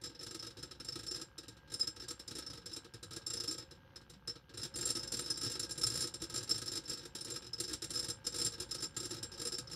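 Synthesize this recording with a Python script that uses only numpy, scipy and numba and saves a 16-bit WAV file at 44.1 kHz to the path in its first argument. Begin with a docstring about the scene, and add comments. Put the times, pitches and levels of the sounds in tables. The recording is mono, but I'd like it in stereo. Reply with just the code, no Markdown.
"""Stir bar rattling in a glass

A stir bar skips on the bottom of a tall glass of water in uneven runs, close to a phone in a small room.
Knocks are swelling, decaying modes of glass, water column and stand; light chatter and grating noise fill the runs.
The whirlpool gurgles as low decaying tones. The motor below is coloured noise, wavering tones and a tick per turn.
Two microphone ports hear it all in stereo; the room returns a short diffuse tail of the bar."""
import sys
import numpy as np
from scipy import signal
from scipy.fft import rfft, irfft, next_fast_len
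from scipy.io import wavfile
from scipy.ndimage import uniform_filter1d
from numba import njit

SR = 44100
rng = np.random.default_rng(int(sys.argv[2]) if len(sys.argv) > 2 else 0)


def pcm_store(signal):
    """Save signal as 16-bit PCM."""
    levels = np.round(np.clip(np.atleast_2d(signal), -1, 1) * 32767)
    wavfile.write(sys.argv[1], SR, levels.astype(np.int16).T)


N = 429975

# Level of motor and room air, followed by the gurgle: t/s, level/dB
MOTOR_LEVEL = [(0.0, -64), (3.3, -62), (3.8, -63.5), (4.62, -63.5), (4.8, -59), (6.4, -59), (7.1, -61.5),
               (8.5, -60), (9.75, -59)]
# Relative spectrum of rumble and room air: f/Hz, level/dB per Hz
AIR_SPECTRUM = [(15, -31), (25, -4), (76, -5.5), (240, -12), (454, -20.5), (549, -8.5), (632, -50),
                (879, -14.5), (1090, -33.5), (1590, -19), (1780, -28), (3880, -32.5), (6520, -41),
                (7000, -63), (9100, -76), (15400, -120)]
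# Motor hum and whine: f/Hz, level/dB over the motor level
MOTOR_TONES = [(59.5, -7.5), (743, -20.5), (1610, -10.5)]
# Relative spectrum of the shaft tick: f/Hz, level/dB per Hz
TICK_SPECTRUM = [(400, -25), (650, -8), (1300, -1), (2000, -16), (2600, -12), (3000, -4), (3500, -16),
                 (4500, -28), (7000, -58)]
TURN_HZ = 69.35

# Clear knocks of the bar: t/s of the loudest moment, strength/dB,
# spot/dB (how much the high rings lead the lower wall), weight/dB (extra thump into stand and water column)
KNOCKS = [(0.021, -49.5, 6, -2), (0.044, -36.5, -2.5, 1.5), (0.063, -40.5, -4, 0.5), (0.102, -54.5, -3, 2),
          (0.13, -70, -6, -1), (0.155, -53, -20, 2), (0.198, -46, -15, -2), (0.216, -47, -1, 3),
          (0.235, -37, -1, -2.5), (0.271, -39, 8, 1.5), (0.315, -41, 2, 1), (0.352, -37, 6, 2),
          (0.399, -41.5, -14, -0.5), (0.432, -42, -1, 2.5), (0.453, -48, -6, 1), (0.472, -40, 1, 1.5),
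          (0.51, -50, -5, 0), (0.576, -49.5, 2, 2.5), (0.595, -46.5, -4, -2), (0.634, -38, 0, 2),
          (0.68, -67, -6, 1), (0.717, -44.5, -4, 3), (0.756, -64, -6, 1), (0.806, -41.5, -6, 3.5),
          (0.853, -39, -1, -3), (0.89, -37, -10, 1.5), (0.929, -40, -10, -1), (0.962, -39.5, 2, 4.5),
          (0.997, -41, 0, 2.5), (1.038, -44.5, 12, 0), (1.072, -35.5, -6, -1), (1.117, -33.5, -7, -1),
          (1.149, -38, -15, 2.5), (1.164, -36.5, 3, -0.5), (1.183, -51, -14, 0), (1.202, -48, 3, 0),
          (1.22, -37, -3, 1.5), (1.387, -39.5, 0, 1), (1.438, -52, 2, 0.5), (1.488, -44, 13, -1),
          (1.528, -65, 0, -2), (1.574, -61.5, 15, -1), (1.683, -66, -5, 2), (1.706, -51, -5, -1),
          (1.725, -41, 7, -0.5), (1.745, -32, -1, -1.5), (1.802, -31.5, -3, -3), (1.834, -44.5, 11, 2.5),
          (1.878, -31.5, -3, 0), (1.968, -45.5, -3, 0.5), (2.005, -43, -6, 0.5), (2.026, -44, -10, 0),
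          (2.042, -47.5, -12, 1), (2.089, -34.5, 1, -1.5), (2.112, -35.5, 7, 2), (2.201, -40, -1, -1.5),
          (2.284, -34.5, -6, -2.5), (2.316, -40.5, 5, 3.5), (2.358, -37, 0, 0), (2.371, -42, 0, -1),
          (2.391, -34, 5, 1.5), (2.429, -49, -15, 3), (2.47, -41.5, -8, -2), (2.506, -41.5, -16, 1),
          (2.538, -45, 11, 0.5), (2.558, -50, -9, -1), (2.58, -46, -9, 0), (2.624, -64, -4, 0),
          (2.665, -36.5, -4, 0.5), (2.7, -51, -8, -2), (2.721, -46, 2, 1), (2.737, -37, -6, -9),
          (2.769, -37, 2, 2.5), (2.851, -53, 1, 3), (2.944, -42.5, -2, 1), (2.96, -59, -13, -1),
          (3.035, -40, 10, 0.5), (3.115, -45.5, 12, 2.5), (3.137, -40, 4, -1.5), (3.169, -35.5, 2, 1.5),
          (3.222, -59, -12, 1), (3.271, -32, 0, -3.5), (3.307, -33, 1, 0), (3.341, -31, 4, 0.5),
          (3.356, -45, -4, -2), (3.375, -34, -10, 0.5), (3.407, -33, -5, 0.5), (3.442, -34, 3, 2),
          (3.483, -31, -7, -0.5), (3.497, -40.5, -8, -2), (3.516, -33.5, 11, -0.5), (3.529, -38, 3, -4),
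          (3.548, -44.5, -6, 1), (3.586, -37, -1, 0), (3.608, -61, -3, 3), (3.628, -52.5, -6, 1),
          (3.716, -48, -1, -1.5), (3.756, -67, -5, -1), (3.965, -43, -13, -0.5), (4.019, -62, 11, -4),
          (4.104, -47.5, 16, -3.5), (4.142, -59, -6, 1), (4.281, -34, -9, 0.5), (4.3, -40, -12, 0),
          (4.362, -57.5, -7, 6), (4.5, -61.5, -3, 5), (4.545, -48, -3, 1.5), (4.58, -37.5, 0, 2.5),
          (4.601, -46, 2, 3), (4.622, -38.5, -7, -3), (4.638, -33, 1, 3), (4.656, -38.5, 5, 2),
          (4.746, -46, -9, -2), (4.764, -34, 17, 0.5), (4.793, -38.5, 14, 3.5), (4.816, -32, 8, -2.5),
          (4.832, -37.5, 4, 4), (4.86, -32.5, 26, -3), (4.875, -31.5, 11, 0), (4.895, -32, 6, 2),
          (4.909, -26, 4, 0.5), (4.958, -31, -2, 2.5), (4.974, -34.5, 1, 2), (4.999, -37, -9, -3),
          (5.036, -37.5, 1, 2), (5.055, -60, -12, 2), (5.08, -36, -6, -6), (5.126, -28, 7, -0.5),
          (5.144, -29.5, -3, 2), (5.175, -35, 12, -1), (5.197, -30, 2, 3.5), (5.227, -45, 1, 1),
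          (5.247, -42, 0, -2.5), (5.265, -36, -4, -1), (5.285, -42, -3, 1.5), (5.308, -27.5, -2, 1),
          (5.345, -47, -15, -2), (5.362, -44.5, -21, -6), (5.379, -35.5, 4, -1), (5.418, -32, 1, 0),
          (5.438, -30.5, -3, -0.5), (5.451, -35, 6, 0.5), (5.468, -32, -4, 4), (5.504, -36, 2, 2),
          (5.522, -33, 8, -1), (5.54, -40, -6, -5), (5.559, -38.5, -5, 6), (5.601, -31, 19, 0.5),
          (5.635, -32.5, -4, -0.5), (5.651, -39.5, 4, -2.5), (5.699, -42, 9, -0.5), (5.714, -31, 5, -3),
          (5.76, -51, 6, -1), (5.784, -35, 15, -0.5), (5.819, -33, 6, 1), (5.84, -24, -3, 2.5),
          (5.873, -27.5, 16, 1.5), (5.906, -32.5, 5, 0), (5.924, -37.5, 13, 1), (5.945, -34.5, 8, -0.5),
          (5.961, -34.5, 16, 3), (5.979, -30, 6, 1), (5.998, -37, 17, -3), (6.012, -28, 6, -1),
          (6.026, -27.5, -1, -1), (6.044, -32.5, 5, 3), (6.077, -35, 11, -1.5), (6.146, -35, 3, 0),
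          (6.207, -48, -4, -3), (6.224, -34.5, 3, 3), (6.243, -35.5, 0, -1), (6.304, -37, 3, -1),
          (6.328, -46.5, -2, 0), (6.347, -36, 15, 2), (6.365, -31.5, 4, 2.5), (6.381, -29, -5, -2),
          (6.413, -46, 1, 4), (6.435, -35, 3, -1), (6.481, -45, 2, 0), (6.499, -29, -1, 0),
          (6.515, -29, 7, 0), (6.55, -37, -10, 1.5), (6.563, -41, 7, 1), (6.585, -35.5, 10, 1),
          (6.623, -34.5, 6, 3), (6.665, -36.5, 9, -1), (6.683, -32, -7, 0), (6.723, -34.5, 3, 0),
          (6.738, -37, 7, -1), (6.76, -31, 4, 1), (6.777, -32, -5, 2), (6.843, -49, 2, -3),
          (6.861, -47, -18, -5), (6.885, -39, -1, 0), (6.902, -30, -4, -1), (6.918, -37, -10, 3.5),
          (6.938, -34, 0, -1.5), (6.962, -63, -15, -7), (6.979, -42, 4, 0), (6.998, -45, -10, -1.5),
          (7.02, -55, -2, 3), (7.037, -50, 5, -1), (7.059, -42, 9, 1.5), (7.157, -34, 5, 1),
          (7.19, -44, -2, 0), (7.215, -36.5, 3, -3), (7.253, -36.5, 14, -3), (7.275, -51, -7, 5),
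          (7.287, -45, 5, 4), (7.308, -35, 10, 0), (7.327, -49, 1, -2), (7.344, -42.5, 13, -1),
          (7.365, -35.5, 4, 3), (7.427, -49, -2, 1.5), (7.449, -49, -11, 0), (7.471, -42, -7, -3),
          (7.538, -37.5, -9, -2), (7.587, -43, -8, -0.5), (7.607, -28.5, 13, 1.5), (7.643, -34.5, -3, 0),
          (7.685, -35.5, -4, -2.5), (7.699, -39, 1, 3), (7.718, -40, 3, 2), (7.738, -29.5, 5, 3),
          (7.827, -33.5, 3, 2.5), (7.847, -32.5, 0, 0), (7.901, -47, 10, -4), (7.911, -34, 12, 0.5),
          (7.942, -35.5, 7, -0.5), (7.961, -32.5, 1, -0.5), (7.978, -33.5, -4, 1.5),
          (7.998, -29.5, -3, -0.5), (8.032, -38.5, 2, 1), (8.049, -34.5, 4, 1.5), (8.09, -36, 12, 3),
          (8.106, -30.5, 5, -1), (8.249, -50, -1, -5), (8.256, -44, 5, -1), (8.273, -24.5, -5.5, 1),
          (8.329, -39.5, -8, -1), (8.349, -36, 5, 3.5), (8.366, -31.5, 6, -2), (8.39, -34, 6, 1),
          (8.404, -31, 1, 0.5), (8.421, -28.5, 3, 3.5), (8.453, -28.5, 12, -1), (8.469, -30.5, 15, 3),
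          (8.527, -42, 5, -2), (8.542, -44.5, -1, 3.5), (8.586, -53, 4, 2), (8.607, -32, 6, 1.5),
          (8.625, -39, 3, 1), (8.696, -52, 5, -2), (8.717, -31.5, 2, 0), (8.752, -32, 6, 0.5),
          (8.79, -42.5, -15, 0), (8.81, -40, 2, -1), (8.829, -31.5, -2, 2), (8.845, -32.5, -3, 0),
          (8.95, -58, 5, -3), (8.972, -33.5, 14, 3), (9.007, -35, 10, -1), (9.036, -38.5, 10, 0),
          (9.059, -33.5, 4, 1), (9.099, -47, 8, -4), (9.114, -35.5, 7, 3.5), (9.137, -42.5, -4, 1),
          (9.149, -41, 10, 1), (9.171, -45, 6, -1), (9.188, -46, -2, -2), (9.235, -33, 10, 0),
          (9.323, -43, -5, -1.5), (9.342, -44, -8, -4), (9.362, -53, -7, -3), (9.383, -44.5, 2, 0),
          (9.402, -36, 5, -1.5), (9.422, -33.5, 10, 1), (9.458, -33.5, 3, 2.5), (9.477, -29.5, 2, -0.5),
          (9.527, -34, -2, 1), (9.548, -36.5, -9, -2), (9.589, -29, 0.5, 0.5), (9.678, -49, -18, -2),
          (9.704, -49, -5, 0), (9.72, -40, 3, -2.5), (9.737, -40, 10, 0)]
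# Ringing modes of glass and stand: f/Hz, level/dB, left minus right/dB, left lead/rad
MODES = [(125, -14, 0, 0), (344, -12, 2, 0.6), (473, -18, 2, -0.1), (904, -27, 2, -0.0),
         (1291, -19, 10, -0.9), (1614, -18, -2, -1.2), (1808, -25, 3, -0.2), (2777, -25, 1, 0.6),
         (3919, -13, 0, 0.9), (4672, -18, 4, 0.5), (4974, -12, 0, 2.1), (5155, -7, 8, -0.2),
         (5318, -4, 4, -0.4), (5943, -16, 0, -1.1), (6890, -18, 4, -2.1), (7256, -9, 0, -1.8),
         (7450, 0, 2, -2.3), (8053, -13, 1, 3.1), (8764, -13, 0, 2.8), (9000, -4, 0, 2.5),
         (9560, -17, 0, 2.0), (9797, -20, -1, 1.8), (10142, -22, -1, 1.6), (10852, -17, 0, 0.8),
         (11025, -22, 0, 0.6), (11412, -28, 0, 0.0), (12747, -26, 0, -0.3), (13996, -33, -1, -1.9),
         (14448, -28, 0, -2.3), (15051, -36, 0, 3.1)]
# Boundaries between the six families of modes, low to high: f/Hz
FAMILY_EDGES_HZ = (700, 4400, 6500, 8300, 10500)
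# One row each for stand, water column, lower wall, upper wall, base, rim:
# level/dB for a usual knock, slope/dB per dB of strength, slope/dB per dB of spot
FAMILY_LEVELS = [(-30.5, 0.41, 0.0869), (-26, 0.4124, 0.0757), (-25, 0.9971, -0.51), (-24.5, 1.13, 0.307),
                 (-20, 1.3038, 0.3249), (-26.5, 1.16, 0.32)]
# Decay by 60 dB of each family, damped by the water: t/s
FAMILY_T60_S = (.075, .045, .04, .036, .028, .032)
# Relative spectrum of the grating contact: f/Hz, level/dB per Hz
GRATE_SPECTRUM = [(88, -7), (150, -8.5), (340, 2), (413, -7.5), (520, -7.5), (700, -19.5), (1030, -19.5),
                  (1300, -9.5), (2110, -16.5), (3100, -13), (3940, -5), (4790, -9), (5280, -2),
                  (6540, -14.5), (7200, -9.5), (9280, -14), (14200, -22.5), (15700, -44)]
# Lag of the left port behind the right, dull then bright grating: t/s
PORT_LAG_S = (-.00002, .00018)
USUAL_KNOCK_DB = -40
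CONTACT_S = .009  # first touch to loudest moment
SWELL_S = .0062  # the bar skids in, so the ring builds up
LOOSE_STAND = 6  # the stand rattles: its pitches scatter this many times more than the glass
CHATTER_DB, CHATTER_DB_PER_S = -12, -400  # against the weaker neighbouring knock, and per second of gap
GRATE_SPLIT_HZ = 4400  # the water column carries the grating below, the wall above

# Response of the phone's microphone: f/Hz, level/dB
MICROPHONE = [(25, -20), (40, -8), (50, -1), (60, 0), (11400, 0), (12100, -14), (12400, -10), (12800, 0),
              (15000, 0), (15600, 9)]
# Relative spectrum of the microphone's own noise: f/Hz, level/dB per Hz
HISS_SPECTRUM = [(3000, -7), (8000, -15), (13500, -3), (15500, -15)]
HISS_DB, TOP_HZ = -83.5, 15700  # the hiss level is set before the top is cut


def undb(db):
    """Turn decibels into an amplitude factor."""
    return 10 ** (np.asarray(db) / 20)


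def unit(x):
    """Scale to an overall RMS of 1."""
    return x / np.sqrt(np.mean(x ** 2))


def curve(table):
    """Join (t/s, value) points by straight lines over the whole scene."""
    s, value = np.transpose(table)
    return np.interp(np.arange(N) / SR, s, value)


def colour(x, points):
    """Shape a signal by (f/Hz, level/dB) points joined on a log frequency axis."""
    size = next_fast_len(N)
    hz, db = np.transpose(points)
    axis_hz = np.maximum(np.arange(size // 2 + 1) * SR / size, 1)
    gain = undb(np.interp(np.log(axis_hz), np.log(hz), db))
    return irfft(rfft(x, size) * gain, size)[..., :N]


def waver(rate_hz):
    """Random levels, one per 1 / rate_hz seconds, smoothed by two moving averages to an RMS of 1."""
    hold = int(SR / rate_hz)
    steps = np.repeat(rng.standard_normal(N // hold + 1), hold)
    smooth = uniform_filter1d(uniform_filter1d(steps, hold), hold)
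    return unit(smooth[:N])


def motor():
    """Rumble and air hiss, a few wavering tones and a soft noise tick on each turn of the shaft."""
    mid, side = unit(colour(rng.standard_normal((2, N)), AIR_SPECTRUM))
    # the ports differ less in the bass
    side = signal.sosfilt(signal.butter(1, 350, "high", fs=SR, output="sos"), side) + .25 * side
    air = (mid + side * np.array([[1], [-1]])) * undb(-1 + 1.5 * waver(7))

    tones = np.zeros(N)
    for hz, db in MOTOR_TONES:
        level = undb(db + 2.3 * waver(3))
        pitch_hz = hz * (1 + 0.001009 * waver(5))
        tones += level * np.sin(2 * np.pi * np.cumsum(pitch_hz) / SR)

    turn = np.cumsum(TURN_HZ * (1 + 0.0058 * waver(3.4)) / SR) % 1  # fraction of a turn
    burst = np.exp(-turn / .06) * rng.standard_normal((2, N))
    tick = unit(colour(burst, TICK_SPECTRUM))
    return undb(curve(MOTOR_LEVEL)) * (air + tones + undb(-6.5) * tick)


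@njit
def ring(start, size, pole, rise, ports, length):
    """Every blow starts every mode; each swells, dies away and reaches both ports with its own phase."""
    out = np.zeros((2, length))
    for i in range(len(start)):
        for m in range(size.shape[1]):
            z, gap, n = size[i, m], 1., start[i]
            while n < length and abs(z.real) + abs(z.imag) > 3e-6:
                z *= pole[i, m]  # one sample of rotation and decay
                gap *= rise
                w = z * (1 - gap) ** 3  # the swell
                out[0, n] += (w * ports[0, m]).imag
                out[1, n] += (w * ports[1, m]).imag
                n += 1
    return out


def glass(s, family_db, scatter_db, detune):
    """Blows land on ever new spots of a sloshing glass: mode sizes scatter and pitches shift a little."""
    hz, db, pan_db, lead = np.transpose(MODES)
    family = np.searchsorted(FAMILY_EDGES_HZ, hz)
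    level_chance, phase_chance, pitch_chance = np.moveaxis(rng.standard_normal((len(s), 3, len(hz))), 1, 0)
    size = undb(family_db[:, family] + db + scatter_db * level_chance) * np.exp(10j * phase_chance)
    looseness = np.where(family == 0, LOOSE_STAND, 1)
    mode_hz = hz * (1 + detune * looseness * pitch_chance)
    decay = np.log(1000) / np.array(FAMILY_T60_S)[family]
    pole = np.exp((2j * np.pi * mode_hz - decay) / SR)
    ports = undb(np.array([pan_db, -pan_db]) / 2) * np.exp(.5j * np.array([lead, -lead]))
    return ring((s * SR).astype(np.int64), size, pole, np.exp(-1 / (SWELL_S * SR)), ports, N)


def knock_and_rebound(first, family_db):
    """Each clear knock rings the glass; the bar rebounds once, softly, 8 to 17 ms later."""
    knocks = glass(first, family_db, scatter_db=3.5, detune=0.0057)
    late, soft = rng.random((2, len(first)))
    rebound_db = family_db - 4.5 - 20.6 * soft[:, None]
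    return knocks + glass(first + .008 + .009 * late, rebound_db, scatter_db=6.0, detune=0.0087)


def light_touches(s, strength_db, count=900):
    """Random touches between knocks, weaker in long gaps; returns their times and levels."""
    place, force = rng.random((2, count))
    at = s[0] + place * (s[-1] - s[0])
    gap = np.searchsorted(s, at) - 1
    weaker_db = np.minimum(strength_db[1:], strength_db[:-1])
    gap_db = weaker_db + CHATTER_DB + CHATTER_DB_PER_S * np.diff(s)
    return at, gap_db[gap] - 2.2 * np.log(1 - force)


def scrape(s, db, lag_s, alike, t60, rise_s=0.0027):
    """Each contact grates briefly; part of its noise reaches both ports alike, apart from a small lag."""
    kicks = np.zeros(N)
    np.add.at(kicks, (s * SR).astype(int), undb(db) ** 2)
    fall = np.exp(-2 * np.log(1000) / (t60 * SR))  # twice the rate, since this is power
    rise = np.exp(-1 / (rise_s * SR))
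    power = signal.lfilter([1 - rise], [1, -rise], signal.lfilter([1], [1, -fall], kicks))
    shared, left, right = unit(colour(rng.standard_normal((3, N)), GRATE_SPECTRUM))
    late = np.roll(shared, round(lag_s * SR))
    common = np.sqrt(alike) * np.array([late, shared])
    separate = np.sqrt(1 - alike) * np.array([left, right])
    return np.sqrt(power) * (common + separate)


def grating(contacts, column_db, rim_db, touch_db):
    """Bar on glass: dull noise through the water column, bright noise through the wall."""
    dull_db = np.r_[column_db - 20.2, touch_db - 6]
    bright_db = np.r_[.55 * rim_db + .45 * column_db - 17.5, touch_db - 3]
    dull = scrape(contacts, dull_db, PORT_LAG_S[0], alike=0.66, t60=0.11)
    bright = scrape(contacts, bright_db, PORT_LAG_S[1], alike=0.14, t60=0.081)
    low = signal.butter(3, GRATE_SPLIT_HZ, "low", fs=SR, output="sos")
    high = signal.butter(3, GRATE_SPLIT_HZ, "high", fs=SR, output="sos")
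    return signal.sosfilt(low, dull) + signal.sosfilt(high, bright)


def stir_bar():
    """Strength, spot and weight of each contact set how far it drives each family of modes and the grating."""
    s, strength_db, spot_db, weight_db = np.transpose(KNOCKS)
    first = np.maximum(s - CONTACT_S, 0)
    usual_db, per_strength, per_spot = np.transpose(FAMILY_LEVELS)
    family_db = usual_db + np.outer(strength_db - USUAL_KNOCK_DB, per_strength) + np.outer(spot_db, per_spot)
    family_db[:, :2] += weight_db[:, None]  # stand and water column
    knocks = knock_and_rebound(first, family_db)

    at, touch_db = light_touches(s, strength_db)
    touch_family_db = touch_db[:, None] + np.array([6, 14.0, 25, 2.1, 3.4, 7])
    chatter = glass(at, touch_family_db, scatter_db=4.5, detune=0.0067)

    contacts = np.r_[first + .002, at]
    return knocks + chatter + grating(contacts, family_db[:, 1], family_db[:, 5], touch_db)


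def room(x, t60=0.18, db=-13, alike_hz=600):
    """Walls send back a diffuse tail, alike at both ports in the bass and less alike above."""
    t = np.arange(int(.5 * SR)) / SR
    decay = np.exp(-np.log(1000) * t / t60) * (t > .004)  # nothing returns in the first 4 ms
    mid, side = rng.standard_normal((2, len(t))) * decay
    side = signal.sosfilt(signal.butter(1, alike_hz, "high", fs=SR, output="sos"), side)
    tail = signal.sosfilt(signal.butter(2, 7000, fs=SR, output="sos"), [mid + side, mid - side])
    tail /= np.sqrt(np.sum(tail ** 2, axis=1, keepdims=True))
    return undb(db) * signal.fftconvolve(x, tail, axes=1)[:, :N]


def gurgle(count=260, low_hz=85, high_hz=190, t60=0.28, swell_s=0.0049):
    """The whirlpool gulps: pockets of air of random size ring low and soft, alike at both ports."""
    when, pitch, force = rng.random((3, count))
    start = (when * (N - 1)).astype(np.int64)
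    hz = low_hz * (high_hz / low_hz) ** pitch
    size = undb(curve(MOTOR_LEVEL)[start] - 2.5 * np.log(1 - force)) + 0j
    pole = np.exp((2j * np.pi * hz - np.log(1000) / t60) / SR)
    rise = np.exp(-1 / (swell_s * SR))
    return ring(start, size[:, None], pole[:, None], rise, np.ones((2, 1), complex), N)


def scene():
    """The motor runs under the glass; only the bar's rattle excites the room tail."""
    motor_sound = motor()
    rattle = stir_bar()
    return motor_sound + rattle + room(rattle) + gurgle()


def record(dry):
    """The phone thins the deep bass, has a notch in the treble, hisses faintly and cuts the top."""
    hiss = undb(HISS_DB) * unit(colour(rng.standard_normal(dry.shape), HISS_SPECTRUM))
    top_cut = signal.ellip(10, .2, 80, TOP_HZ, fs=SR, output="sos")
    return signal.sosfilt(top_cut, colour(dry, MICROPHONE) + hiss)


dry = scene()
out = record(dry)
pcm_store(out)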